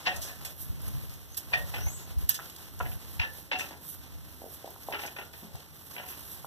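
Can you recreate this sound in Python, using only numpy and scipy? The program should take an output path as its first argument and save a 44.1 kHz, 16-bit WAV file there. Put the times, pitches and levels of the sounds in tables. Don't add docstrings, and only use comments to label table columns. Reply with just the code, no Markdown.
import sys
import numpy as np
from scipy import signal
from scipy.fft import rfft, irfft, next_fast_len
from scipy.io import wavfile
from scipy.ndimage import uniform_filter1d

SR = 44100
rng = np.random.default_rng(int(sys.argv[2]) if len(sys.argv) > 2 else 0)


def to_linear_factor(level_db):
    exponent = np.asarray(level_db, float) / 20
    return 10 ** exponent


def waveform_to_disk(signal):
    frames = np.transpose(np.atleast_2d(signal))
    scaled = np.clip(frames, -1, 1) * 32767
    samples = np.round(scaled).astype(np.int16)
    wavfile.write(sys.argv[1], SR, samples)


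N = 284917
T = np.arange(N) / SR
SIZE = next_fast_len(N + SR)
HZ = np.arange(SIZE // 2 + 1) * SR / SIZE + 1e-3
PORT_LAG_S = 0.0004264


def on_hz(table):
    hz, value = np.transpose(table)
    return np.interp(np.log(HZ), np.log(hz), value)


def shape(x, gain):
    return irfft(rfft(x, SIZE) * gain, SIZE)[..., :N]


def band(x, lo_hz, hi_hz, order=2):
    return signal.sosfilt(signal.butter(order, [lo_hz, hi_hz], "band", fs=SR, output="sos"), x)


def unit(x):
    return x / np.sqrt(np.mean(x ** 2))


def walk(rate):
    hold = int(SR / rate)
    steps = np.repeat(rng.standard_normal(N // hold + 1), hold)
    return 0.64 * uniform_filter1d(uniform_filter1d(steps, hold), hold)[:N]


def swells(rows):
    return sum(to_linear_factor(db - 20 * np.maximum((s - T) / rise, (T - s) / fall)) for s, db, rise, fall in rows)


def add(out, s, sound):
    i = int(s * SR)
    out[..., i:i + sound.shape[-1]] += sound[..., :N - i]


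def diffuse_gains():
    alike = np.sinc(2 * HZ * PORT_LAG_S)
    return np.sqrt((1 + alike) / 2), np.sqrt((1 - alike) / 2)


def diffuse():
    mid_gain, side_gain = diffuse_gains()
    a, b = rng.standard_normal((2, N))
    mid, side = shape(a, mid_gain), shape(b, side_gain)
    return np.array([mid + side, mid - side])


# (frequency [Hz], relative spectral level [dB])
TONE_SPECTRUM = [(30, -16), (80, 11), (120, -1.5), (152, 7), (190, -3), (300, -2), (800, -29), (2000, -26),
                 (5000, -25), (9000, -20), (15000, -9.5)]


def room_tone():
    noise = unit(shape(diffuse(), to_linear_factor(on_hz(TONE_SPECTRUM))))
    return to_linear_factor(-55.5 + 1.0 * walk(3.66)) * noise


# (frequency [Hz], t60 [s])
TAIL_DECAY = [(300, 0.36), (1000, 0.21), (3000, 0.15), (8000, 0.099), (15000, 0.0033)]


def room(x, wet_db):
    t, noise, tail = T[:SR // 2], diffuse()[:, :SR // 2], 0
    hz, t60 = np.transpose(TAIL_DECAY)
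    for centre in 177 * 2. ** np.arange(7):
        fall = np.interp(np.log(centre), np.log(hz), t60)
        tail = tail + band(noise, centre / 2 ** .5, centre * 2 ** .5) * to_linear_factor(-60 * t / fall)
    tail = tail * np.minimum(t / 0.00054, 1)
    tail = tail / np.sqrt(np.mean(np.sum(tail ** 2, axis=1)))
    return to_linear_factor(wet_db) * signal.fftconvolve(x * np.ones((2, 1)), tail, axes=1)[:, :N]


# (time of the strongest moment [s], level [dB])
GUST_SWELLS = [(.18, -58), (.42, -66), (.73, -53), (.93, -48), (1.1, -64), (1.311, -77), (1.62, -53),
               (1.84, -51.5), (2.19, -56), (2.87, -50), (3.2, -57.5), (3.55, -72), (4.0, -80), (4.17, -61),
               (4.3, -85), (4.85, -75), (5.55, -76), (6.23, -82), (6.42, -70)]
# (time [s], peak level [dB], pitch [Hz])
PORT_THUMPS = [(0.701, -43, 80), (1.618, -46, 75), (1.794, -43, 110.5), (1.868, -37, 76.4),
               (2.176, -37, 65.4), (2.237, -41, 66.4), (2.826, -44, 70), (3.202, -36, 90), (3.998, -59, 65),
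               (5.551, -44, 111)]


def air():
    rise_s, fall_s, calm_db = 0.16, 0.21, -78
    gusts = swells([(s, db, rise_s, fall_s) for s, db in GUST_SWELLS])
    puffs = (gusts + to_linear_factor(calm_db)) * to_linear_factor(2 * walk(19.0))
    out = puffs * unit(band(rng.standard_normal((2, N)), 56.0, 153.0))
    t = T[:3000]
    for s, peak_db, hz in PORT_THUMPS:
        cycles = hz * t - 1.8
        thump = np.sin(2 * np.pi * cycles) * np.exp(-(cycles / 0.91) ** 2)
        add(out[0], s - 1.64 / hz, to_linear_factor(peak_db) * thump)
    return out


# (time of the loudest moment [s], treble level [dB], rise over 20 dB [s],
# fall over 20 dB [s])
FUR_SWISHES = [(.23, -49, 0.44, 1), (.46, -61, 0.022, 0.017), (.62, -40, 0.065, 0.065),
               (.86, -54.5, 0.095, 0.56), (1.376, -33, 0.011, 0.025), (1.9, -49.5, 1, 0.26),
               (2.19, -55, 0.014, 0.094), (2.3, -40, 0.014, 0.085), (2.6, -51.5, 0.89, 0.22),
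               (2.93, -46.5, 0.22, 0.099), (3.15, -50.5, 0.25, 0.072), (3.4, -50, 0.36, 0.18),
               (3.63, -51, 0.045, 0.25), (3.9, -39, 0.086, 0.077), (4.05, -68, .3, 0.42),
               (4.56, -52.5, 0.69, 0.039), (4.97, -48, 0.61, 0.57), (5.07, -75, 0.053, 0.049),
               (5.38, -53, 0.032, 0.12), (5.87, -51.5, 0.43, 1), (6.1, -45.5, 0.066, 0.051),
               (6.33, -45.5, 0.27, 0.1), (6.45, -50, 0.046, .1)]
# (time [s], level [dB])
FLEECE_SHUFFLE = [(0, -48), (.25, -48), (.5, -54.5), (.85, -54), (1.38, -57), (1.74, -50.5), (2.15, -54),
                  (2.35, -56.5), (2.61, -52.5), (2.73, -58.5), (2.93, -54), (3.54, -57), (3.63, -50),
                  (3.8, -56.5), (4.8, -57.5), (5.0, -49), (5.15, -56), (5.8, -57.5), (6.03, -53),
                  (6.46, -55)]


def rustle():
    grain = to_linear_factor(2.3 * walk(250) + 1.85 * walk(1500) + 3.23 * walk(30))
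    high = swells(FUR_SWISHES) * unit(band(diffuse(), 11400, 14900, order=1))
    shuffle_db = np.interp(T, *np.transpose(FLEECE_SHUFFLE)) + 1.0 * walk(7.7)
    mid = to_linear_factor(shuffle_db) * unit(band(diffuse(), 148, 5870, order=1))
    return grain * (high + mid)


# (time [s], level [dB], pitch [Hz], half-width of the packet [cycles])
BODY_THUDS = [(5.429, -47.5, 195, 1.1), (5.452, -50, 187, 1.1), (5.481, -61, 212, 1.4)]


def thuds():
    out, t = np.zeros(N), T[:2000] - 1000 / SR
    for s, level_db, hz, cycles in BODY_THUDS:
        phase = 2 * np.pi * hz * t
        wave = np.sin(phase) + 0.41 * np.cos(2 * phase)
        add(out, s - 1000 / SR, to_linear_factor(level_db) * wave * np.exp(-(hz * t / cycles) ** 2))
    return out


# (time [s], pitch [Hz], level [dB])
WHISTLES = [
    [(1.285, 6060, -69), (1.31, 6230, -66), (1.34, 6450, -58)],
    [(1.77, 5240, -65), (1.82, 5860, -52), (1.87, 6300, -49), (1.92, 6770, -52), (1.97, 6760, -56),
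     (2.02, 6760, -58), (2.06, 6300, -69)],
    [(1.87, 7670, -68), (1.92, 8030, -51.5), (1.96, 8000, -46), (2.0, 8000, -60), (2.05, 7500, -63)],
]


def squeak():
    out = np.zeros(N)
    for note in WHISTLES:
        s, hz, db = np.transpose(note)
        pitch, level_db = np.interp(T, s, hz), np.interp(T, s, db, -150, -150)
        for ratio, waver, extra_db in ((1, .02, -2.5), (0.96, .05, -9)):
            phase = 2 * np.pi * np.cumsum(ratio * pitch * (1 + waver * walk(600))) / SR
            out += to_linear_factor(level_db + extra_db + 4.1 * walk(200)) * np.sin(phase)
    return out


# (time [s], level [dB], pitch [Hz])
PAW_TAPS = [(2.391, -31.5, 1400), (2.397, -32.5, 1400), (2.803, -28.5, 1120), (2.81, -24, 1090),
            (4.419, -39.5, 610), (4.442, -37.5, 520), (4.464, -40, 567), (4.645, -34, 570),
            (4.677, -36.5, 680), (4.762, -42, 905), (4.887, -27.5, 710), (4.919, -34, 750),
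            (5.552, -42, 704), (6.4463, -32.5, 915)]


def taps():
    out, t = np.zeros(N), T[:400]
    for s, level_db, hz in PAW_TAPS:
        cycles = hz * t - 1.2
        tap = np.sin(2 * np.pi * cycles + 1.86) * np.exp(-(cycles / 0.61) ** 2)
        add(out, s - 1.087 / hz, to_linear_factor(level_db) * tap)
    return out


# (time [s], level [dB], lower band edge [Hz], t60 [s], left minus right [dB])
CLAW_CLICKS = [(.161, -36, 4600, 0.046, 6), (0.212, -38.5, 3900, 0.33, 3.5),
               (0.448, -37.5, 2140, 0.091, -6), (0.816, -47.5, 8500, 0.044, -5),
               (.881, -36, 9100, 0.0072, -5), (1.095, -46, 2000, 0.014, 17),
               (1.138, -48.5, 3740, 0.036, -9), (1.345, -44.5, 2000, 0.029, -7),
               (1.37, -38.5, 2800, 0.03, -11), (1.374, -37.5, 2850, 0.0443, -9),
               (2.185, -43, 3060, 0.0084, 7), (2.29, -27, 2270, 0.064, 7), (2.303, -35.5, 2760, .06, -3),
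               (2.313, -41, 3500, .05, 6), (2.33, -43, 4500, .04, -2), (2.2923, -11.5, 11800, 0.012, 1),
               (2.342, -35.5, 2510, 0.076, 0), (2.349, -34, 2500, 0.046, 6), (2.359, -45, 2500, 0.074, -4),
               (2.498, -40.5, 2500, 0.021, 5), (2.562, -39.5, 3000, 0.02, 0), (2.791, -43, 2000, 0.025, 0),
               (3.335, -40.5, 9100, 0.0081, 2), (3.587, -38.5, 4000, .05, 8), (3.595, -39, 3550, 0.09, 14),
               (4.536, -48, 8200, 0.076, -4), (4.705, -33.5, 8700, 0.005, 1),
               (4.832, -46.5, 2970, 0.024, 1), (5.061, -39.5, 4070, 0.053, 3),
               (5.332, -52, 1500, 0.016, -10), (5.555, -46.5, 2430, 0.015, 18),
               (5.911, -44, 1200, 0.02, -4), (6.084, -45, 6000, 0.04, 16)]


def clicks():
    out, t = np.zeros((2, N)), T[:SR // 5]
    for s, level_db, lo_hz, t60, pan_db in CLAW_CLICKS:
        rise = 0.043 * t60
        envelope = np.where(t < rise, (t / rise) ** 2, to_linear_factor(-60 * (t - rise) / t60))
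        noise = unit(band(rng.standard_normal((2, len(t))), lo_hz, 13900))
        sides_db = level_db + np.array([[pan_db], [-pan_db]]) / 2
        add(out, s - rise / 2, to_linear_factor(sides_db) * envelope * noise)
    return out


# (time [s], frame level before its response [dB], rise of the contact [ms],
# struck near [Hz], ring of the wires over the frame [dB], second wire [Hz])
PEN_KNOCKS = [(0.063, -32.5, 19.4, 2900, -14, 740), (.068, -38, 8, 3570, 0, 740),
              (.078, -39, 10, 1850, -2, 2840), (0.109, -50, 27.4, 1230, 0.5, 613),
              (.281, -68.5, 27.6, 1700, 12, 1580), (.449, -59.5, 5.2, 1640, 7.5, 1610),
              (1.519, -52, 5, 1020, 5, 960), (1.532, -40, 11.6, 1910, 7, 1910),
              (1.535, -36, 11.7, 3570, -4, 910), (1.552, -44.5, 6.5, 1860, 2, 575),
              (1.584, -54, 15, 1880, -3, 770), (1.739, -41.5, 4.5, 1500, -5, 910),
              (1.743, -43.5, 7, 3340, -7, 2610), (1.757, -48.5, 10, 1500, -1.5, 2950),
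              (1.781, -51, 8, 1500, -3, 760), (1.812, -56, 10, 1500, -3, 2950),
              (1.866, -51, 4.9, 940, 3, 2150), (2.298, -62.5, 5, 1750, 16.5, 1750),
              (2.396, -55.5, 10, 1354, 6, 1340), (2.804, -44.5, 8, 950, 1.5, 1320),
              (2.852, -51.5, 19.6, 1220, -6, 720), (2.917, -53, 4.5, 1590, -6, 1590),
              (3.196, -34, 5.8, 3340, -3.5, 2670), (3.214, -40, 11, 2830, -8.5, 940),
              (3.229, -45.5, 15, 1750, 3, 522), (3.515, -33, 3.84, 2150, -4, 910),
              (3.521, -38, 6.6, 3570, -1.5, 3340), (3.529, -40.5, 8.8, 2800, 3, 2150),
              (3.54, -48.5, 7.9, 740, 1, 576), (3.553, -46.5, 11, 2800, -1.5, 2760),
              (3.592, -44, 8, 1860, -4, 3570), (3.606, -47, 9, 2600, 6.5, 1335),
              (3.64, -53.5, 12, 1335, -7, 2470), (3.709, -45.5, 1.92, 946, -2, 940),
              (3.737, -65, 6, 930, -8, 940), (4.924, -39, 5, 2740, -2.5, 1400),
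              (4.935, -42, 9.8, 1400, -3, 2920), (4.95, -44, 9.8, 1400, -8, 950),
              (4.966, -50, 8, 1750, -14, 740), (4.992, -42, 6, 3340, -20, 980),
              (5.016, -53, 10, 3000, -7, 3570), (5.035, -42.5, 3.5, 1500, -2, 910),
              (5.05, -48.5, 8, 1010, -7, 980), (5.075, -51, 12, 3120, -4.5, 3120),
              (5.164, -46, 5.8, 1500, -5, 980), (5.185, -45.5, 10, 1400, -8, 2630),
              (5.21, -53.5, 12, 1400, -1, 640), (5.336, -55, 6.9, 2190, -11, 1870),
              (5.428, -58.5, 10.3, 587, -10, 930), (5.49, -69, 13.7, 547, 0, 522),
              (5.964, -45.5, 5, 1500, -3.5, 980), (5.98, -46.5, 8, 2150, -8, 980),
              (5.995, -52.5, 14, 1400, -1, 980), (6.03, -56, 14, 1450, -4, 740),
              (6.063, -57.5, 6, 1480, -13, 2770), (6.086, -50.5, 6, 3570, -10, 3000),
              (6.101, -57, 5, 3340, -12, 1400), (6.123, -48.5, 2.6, 2950, -6, 2950)]
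# (frequency [Hz], relative level [dB], t60 [s])
WIRE_MODES = [(522, -8, 0.66), (572, -1, 0.52), (641, 5.5, 0.3), (740, 17, .18), (910, -5, 0.19),
              (979, 1.5, 0.41), (1150, -5, 0.23), (1335, 2, 0.33), (1400, 12.5, 0.25), (1500, 4, 0.16),
              (1550, -9, 0.74), (1750, 7.5, 0.27), (1872, 9, 0.14), (2150, 3, 0.12), (2510, 21, 0.13),
              (2670, 5, 0.096), (2761, 1, 0.22), (2800, 9, 0.06), (2950, -10, 0.33), (3120, -8, 0.15),
              (3340, 1, 0.048), (3570, 15.5, 0.078), (3763, 8, 0.079), (4470, 21, 0.077), (5930, -22, .072)]
# (frequency [Hz], response [dB])
FRAME_RESPONSE = [(140, -8), (280, 2), (400, -5.5), (550, 0), (750, -7), (950, 0), (1200, -12),
                  (1500, -3.5), (1850, 3), (2250, 2), (2800, 3), (3600, -4.5), (4500, -6), (6500, -15)]


def knocks():
    rattle_db, rattle_s, grain_db = -11, 0.031, 6
    chatter_db = 6.5
    out, t = np.zeros(N), T[:SR // 2]
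    t_hit = t[:8000]
    hz, db, t60 = np.transpose(WIRE_MODES)
    rings = np.sin(2 * np.pi * np.outer(hz, t)) * to_linear_factor(-60 * np.outer(1 / t60, t))
    for s, level_db, ms, spot_hz, ring_db, second_hz in PEN_KNOCKS:
        u = t_hit * 1000 / ms
        rise = np.minimum(u, 1) ** 2
        grain = rng.standard_normal(8000) * to_linear_factor(grain_db * np.repeat(rng.standard_normal(100), 80))
        shake = rng.standard_normal(8000) * rise * np.exp(-np.maximum(u - 1, 0) / 0.61)
        rattle = to_linear_factor(rattle_db) * grain * rise * np.exp(-t_hit / rattle_s)
        body = band(shake + rattle, spot_hz / 4, spot_hz * 1.98, order=3)
        near = sum(to_linear_factor(db - 8.7 * (np.log2(hz / f) / 0.053) ** 2) for f in (spot_hz, second_hz))
        near = near + to_linear_factor(db - 24 - 0.78 * np.log2(hz / spot_hz) ** 2)
        shake = shake / np.sqrt(np.sum(shake ** 2))
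        drive = np.abs(np.exp(2j * np.pi * np.outer(hz, t_hit)) @ shake)
        flutter = np.repeat(rng.standard_normal((len(hz), 75)), 294, axis=1)
        flutter = uniform_filter1d(flutter, size=294, axis=1)
        ringing = (near / (drive + 0.55)) @ (rings * to_linear_factor(chatter_db * flutter))
        wires = signal.fftconvolve(ringing, shake)
        for part, part_db in ((body, level_db), (wires, level_db + ring_db)):
            rms = np.sqrt(np.sum(part ** 2) / (ms * SR / 1000))
            add(out, s - ms / 1500, to_linear_factor(part_db) * part / rms)
    return shape(out, to_linear_factor(on_hz(FRAME_RESPONSE)))


def surround(far):
    mid_gain, side_gain = diffuse_gains()
    mid = shape(far, mid_gain)
    side = shape(far, side_gain * np.exp(0.23j))
    return np.array([mid + side, mid - side])


def scene():
    far = knocks() + squeak()
    bright = clicks()
    near = taps() + thuds()
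    direct = to_linear_factor(7.0) * surround(far) + bright + near
    reverberant = room(far, -0.17) + room(bright, -3) + room(near, -7.0)
    return direct + reverberant + rustle() + room_tone() + air()


# (frequency [Hz], gain [dB])
COMMON_COLOUR = [(6000, -1), (9500, -3), (11500, 0.5), (12300, 3.5), (13100, -2), (13700, 2.5),
                 (14250, -20)]
# (frequency [Hz], left minus right [dB])
LEFT_RIGHT = [(60, 0), (5000, -2), (8000, -3.5), (13000, -7.5)]


def subtract_ports(dry):
    lean = on_hz(LEFT_RIGHT) / 2
    left, right = shape(dry[0], to_linear_factor(lean)), shape(dry[1], to_linear_factor(-lean))
    share = .95 / np.sqrt(1 + (HZ / 7300) ** 6)
    echo = share * np.exp(-2j * np.pi * HZ * PORT_LAG_S)
    shelf = np.sqrt((600 ** 2 + HZ ** 2) / (40 ** 2 + HZ ** 2)) * to_linear_factor(on_hz(COMMON_COLOUR))
    shelf = shelf * (1 / np.sqrt(1 + (HZ / 14350) ** 400) + .008 / (1 + (HZ / 16000) ** 30))
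    mid = shape((left + right) / 2, (1 - echo) * shelf)
    side = shape((left - right) / 2, (1 + echo) * shelf)
    return np.array([mid + side, mid - side])


def quick_gain(x):
    loudness = uniform_filter1d(np.abs(x), size=90, axis=1)
    return x / (1 + (loudness / 0.14) ** 2) ** 0.019


def top_cut(x):
    return signal.sosfilt(signal.butter(12, 15070, fs=SR, output="sos"), x)


def record(dry):
    mix = quick_gain(subtract_ports(dry))
    return top_cut(mix)


dry = scene()
out = record(dry)
waveform_to_disk(out)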